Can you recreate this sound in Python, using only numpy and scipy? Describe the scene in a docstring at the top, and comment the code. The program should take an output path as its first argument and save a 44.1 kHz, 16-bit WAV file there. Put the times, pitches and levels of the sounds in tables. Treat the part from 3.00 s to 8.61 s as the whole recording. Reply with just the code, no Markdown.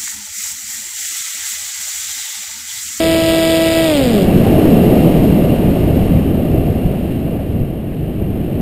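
"""Electric model aeroplane, on-board microphone

A two-bladed propeller buzzes at full throttle, rasping once a turn, then winds down: harmonics and noise locked to the shaft.
As its slipstream dies, wind (coloured, flickering noise) buffets the airframe, easing as speed is lost, firmer at the end.
A slow converter holds each sample, mirroring the sound into a thin treble fizz."""
import sys
import numpy as np
from scipy import signal
from scipy.fft import rfft, irfft
from scipy.io import wavfile
from scipy.ndimage import uniform_filter1d, minimum_filter1d

SR = 44100
rng = np.random.default_rng(int(sys.argv[2]) if len(sys.argv) > 2 else 0)


def int16_out(signal):
    """Quantize to a 16-bit WAV file."""
    q = np.round(np.clip(np.atleast_2d(signal).T, -1, 1) * 32767)
    wavfile.write(sys.argv[1], SR, q.astype(np.int16))


N = 247401
TIME_S = np.arange(N) / SR
BINS_HZ = np.fft.rfftfreq(N, 1 / SR)

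# airframe response to blade pulses: f/Hz, level/dB
AIRFRAME_RESPONSE = [(30, -31), (160, 0.5), (220, 7.5), (330, 0.4), (500, 2.3), (660, 0.4), (790, -8),
                     (980, -20.5), (1640, -20), (1960, -16), (2600, -18.5), (3300, -22.5), (5500, -43.5)]
# rasp spectrum: f/Hz, relative density/dB
RASP_SPECTRUM = [(600, -26), (1000, -11), (1550, -26), (1950, -6), (2500, -3.5), (3350, 3), (3800, 0),
                 (4450, -5.5), (4950, 0), (5400, -11), (5900, -21.5)]
# wind spectra, low to high: f/Hz, relative density/dB
BUFFET_SPECTRUM = [(8, -5), (20, -16), (45, -4), (85, -1), (125, -2), (170, -5.5), (260, -32), (1500, -100)]
ROAR_SPECTRUM = [(70, -12), (115, -9.5), (160, -1), (245, -1), (330, -5), (390, -8.5), (470, -16),
                 (700, -69), (3000, -100)]
RUSH_SPECTRUM = [(250, -11), (350, -5.5), (420, -2), (500, -1.5), (640, -2.6), (740, -8), (860, -16.5),
                 (1000, -22.5), (1200, -22.5), (1500, -42), (5000, -100)]
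HISS_SPECTRUM = [(600, -24), (1100, -5), (1450, -1.2), (2300, 0), (3050, 0.5), (3500, -7), (4100, -8),
                 (4700, -11.5), (5300, -11.5), (5900, -16.5)]
# narrow peaks in the hiss: f/Hz, width/Hz, added power re hiss/dB
HISS_PEAKS = [(1180, 59, 1.5), (2764, 94, 5), (3900, 120, -1), (4310, 89, 0)]
# brief swells and dips of the wind noise: t/s, buffet change/dB, roar change/dB, half length/s
WIND_SWELLS = [(1.36, 9, 3, 0.031), (1.532, 3, -1, 0.14), (1.953, -5, 1, 0.16), (2.25, -1.5, 0.5, 0.1),
               (2.88, 4.5, 0.5, 0.19), (3.17, 4, 1.5, 0.07), (3.564, 7.5, 3.5, 0.048),
               (3.863, 14, -3, 0.011), (4.618, 8, 2, 0.035), (5.224, 15, 6.5, 0.0088), (5.34, 1, 1.5, 0.2)]
# airflow strength: t/s, level/dB
AIRFLOW = [(0, 1), (1.65, 0.5), (2.1, -0.5), (2.6, -3.5), (3.0, -4), (3.3, -7), (3.6, -7), (4.2, -9.5),
           (4.8, -13.5), (5.1, -13), (5.6, -11)]
# wind level laws: level at 0 dB airflow/dB, slope/(dB per dB airflow), change in full slipstream/dB
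BUFFET_LEVEL = (-17, 0.42, -11.5)
ROAR_LEVEL = (-9.5, 0.98, -17.5)
RUSH_LEVEL = (-16.5, 1.116, -9.5)
HISS_LEVEL = (-31, 1.0, -0.5)

FULL_BLADE_HZ = 327.0  # blade passes per second, two per turn
THROTTLE_BACK_S, SLOWING_HZ_PER_S, EASE_S = 0.864, 400, 0.018
# powered levels at full speed; exponents act on speed share
TONE_DB, TONE_EXPONENT = -16.25, 0.97
RASP_DB, RASP_EXPONENT = -22.5, 1.8
# drive cut: rasp stops, freewheeling blades are quieter
POWER_OFF_S, RELEASE_S, FREEWHEEL_DB = 1.235, 0.055, -4.5
CONVERTER_HZ, EDGE_HZ = 12000, 15290


def gain_of(db):
    """Decibels to amplitude gain."""
    return 10 ** (np.asarray(db) / 20)


def evened(x):
    """Scale to unit rms."""
    return x / np.sqrt(np.mean(x ** 2) + 1e-20)


def spectrum_db(points, hz):
    """Interpolate a dB curve on a log-frequency axis."""
    f_hz, level_db = np.transpose(points)
    return np.interp(np.log(hz + 1), np.log(f_hz + 1), level_db)


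def noise(bin_gains):
    """White noise shaped by bin gains, unit rms."""
    spectrum = rfft(rng.standard_normal(N))
    return evened(irfft(spectrum * bin_gains, N))


def wander(rate_hz):
    """Slow random drift, low-passed at rate_hz, unit rms."""
    return noise(1 / (1 + (BINS_HZ / rate_hz) ** 4))


def ring(x, points, size=4096):
    """Filter through a causal minimum-phase body with the given response."""
    hz = abs(np.fft.fftfreq(size, 1 / SR))
    log_gain = np.log(gain_of(spectrum_db(points, hz)))
    # the Hilbert transform of log gain supplies the phase
    response = np.fft.ifft(np.exp(np.conj(signal.hilbert(log_gain)))).real
    return signal.oaconvolve(x, response[:size // 2])[:N]


def propeller_speed():
    """Share of full speed: steady, a rounded corner, then an even slowing to near rest."""
    slowing_s = EASE_S * np.logaddexp(0, (TIME_S - THROTTLE_BACK_S) / EASE_S)
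    return np.maximum(1 - SLOWING_HZ_PER_S * slowing_s / FULL_BLADE_HZ, 1e-4)


def blades(turns, slowed, uneven_db=-15.5, blunt_db=-25, flutter_db=0.5, count=34, sharp_above=4):
    """Two pressure pulses a turn; one blade hits harder, adding odd shaft orders."""
    pulses = np.zeros(N)
    for k in range(1, count + 1):
        # slower tips make rounder pulses
        blunting_db = blunt_db * slowed * (k > sharp_above)
        order_gain = gain_of(uneven_db * (k % 2) + blunting_db)
        pulses += order_gain * np.cos(2 * np.pi * k * turns)
    return ring(pulses * gain_of(flutter_db * wander(32)), AIRFRAME_RESPONSE)


def rasp(turns, lull_at_turns=0.3, lull_width_turns=0.23, lull_db=-14, rough_db=-1.0):
    """The unbalanced shaft chafes in its mount: noise with one lull a turn."""
    from_lull_turns = (turns - lull_at_turns + 0.5) % 1 - 0.5
    lull = np.exp(-(from_lull_turns / lull_width_turns) ** 4)
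    chafe = rng.standard_normal(N) * gain_of(lull_db * lull + rough_db * wander(190))
    return evened(ring(chafe, RASP_SPECTRUM))


def motor(speed, waver=0.00045):
    """Shaft angle drives blade tone and rasp; both weaken as it slows."""
    shaft_hz = FULL_BLADE_HZ / 2 * speed * (1 + waver * wander(12.7))
    turns = np.cumsum(shaft_hz) / SR
    powered = np.clip(1 - (TIME_S - POWER_OFF_S) / RELEASE_S, 0, 1)
    tone_gain = gain_of(TONE_DB + FREEWHEEL_DB * (1 - powered)) * speed ** TONE_EXPONENT
    rasp_gain = gain_of(RASP_DB) * powered ** 2 * speed ** RASP_EXPONENT
    tone = np.sqrt(2) * tone_gain * blades(turns, 1 - speed)
    return tone + rasp_gain * rasp(turns)


def wind_level(law, slipstream):
    """Level/dB of one wind part: follows airflow strength, calmer in the smooth slipstream."""
    base_db, slope, sheltered_db = law
    t_s, level_db = np.transpose(AIRFLOW)
    airflow_db = np.interp(TIME_S, t_s, level_db)
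    return base_db + slope * airflow_db + sheltered_db * slipstream


def air(colour_db, level_db, flicker_db, flicker_hz):
    """Turbulence as noise of one colour; its level flickers at random."""
    return noise(gain_of(colour_db)) * gain_of(level_db + flicker_db * wander(flicker_hz))


def hissing(level_db, treble_hz=3800, extra_fade=0.29):
    """Fine hiss with narrow peaks; its treble fades fastest as the level falls."""
    peaks = np.zeros(len(BINS_HZ))
    for f_hz, width_hz, db in HISS_PEAKS:
        peaks += gain_of(db) ** 2 / (1 + (2 * (BINS_HZ - f_hz) / width_hz) ** 2)
    colour_db = spectrum_db(HISS_SPECTRUM, BINS_HZ) + 10 * np.log10(1 + peaks)
    sound = air(colour_db, level_db, flicker_db=0.5, flicker_hz=60)
    lower = irfft(rfft(sound) / (1 + (BINS_HZ / treble_hz) ** 14), N)
    treble = sound - lower
    return lower + treble * gain_of(extra_fade * (level_db - level_db.max()))


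def wind(slipstream):
    """Low noise buffets and roars, higher noise rushes and hisses; buffet and roar swell and dip."""
    buffet_db = wind_level(BUFFET_LEVEL, slipstream)
    roar_db = wind_level(ROAR_LEVEL, slipstream)
    rush_db = wind_level(RUSH_LEVEL, slipstream)
    for t_s, buffet_change_db, roar_change_db, half_s in WIND_SWELLS:
        swell = np.exp(-((TIME_S - t_s) / half_s) ** 2)
        buffet_db = buffet_db + buffet_change_db * swell
        roar_db = roar_db + roar_change_db * swell
    buffet = air(spectrum_db(BUFFET_SPECTRUM, BINS_HZ), buffet_db, flicker_db=1.7, flicker_hz=22)
    roar = air(spectrum_db(ROAR_SPECTRUM, BINS_HZ), roar_db, flicker_db=-0.04, flicker_hz=25)
    rush = air(spectrum_db(RUSH_SPECTRUM, BINS_HZ), rush_db, flicker_db=1.17, flicker_hz=24.6)
    return buffet + roar + rush + hissing(wind_level(HISS_LEVEL, slipstream))


def scene():
    """Motor plus wind, same in both channels; slipstream goes as propeller speed squared."""
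    speed = propeller_speed()
    mono = motor(speed) + wind(speed ** 2)
    return np.tile(mono, (2, 1))


def limit(x, size=90):
    """Smoothly lower the gain around peaks above full scale."""
    room = 1 / np.maximum(abs(x).max(0), 1)
    return x * uniform_filter1d(minimum_filter1d(room, size), size)


def hold(x, steps=4):
    """Sample at CONVERTER_HZ and hold: the steps mirror the sound into the treble."""
    guard = signal.firwin(121, 5950, window=("kaiser", 4), fs=SR)
    guarded = signal.oaconvolve(x, guard[None], "same")
    slow = signal.resample_poly(guarded, CONVERTER_HZ * steps, SR, axis=1)[:, ::steps]
    held = np.repeat(slow, steps, axis=1)
    return signal.resample_poly(held, SR, CONVERTER_HZ * steps, axis=1)[:, :N]


def record(dry):
    """Peak limiter, stepped converter, low-pass at EDGE_HZ."""
    edge = signal.firwin(1023, EDGE_HZ, window=("kaiser", 9), fs=SR)
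    return signal.oaconvolve(hold(limit(dry)), edge[None], "same")


dry = scene()
out = record(dry)
int16_out(out)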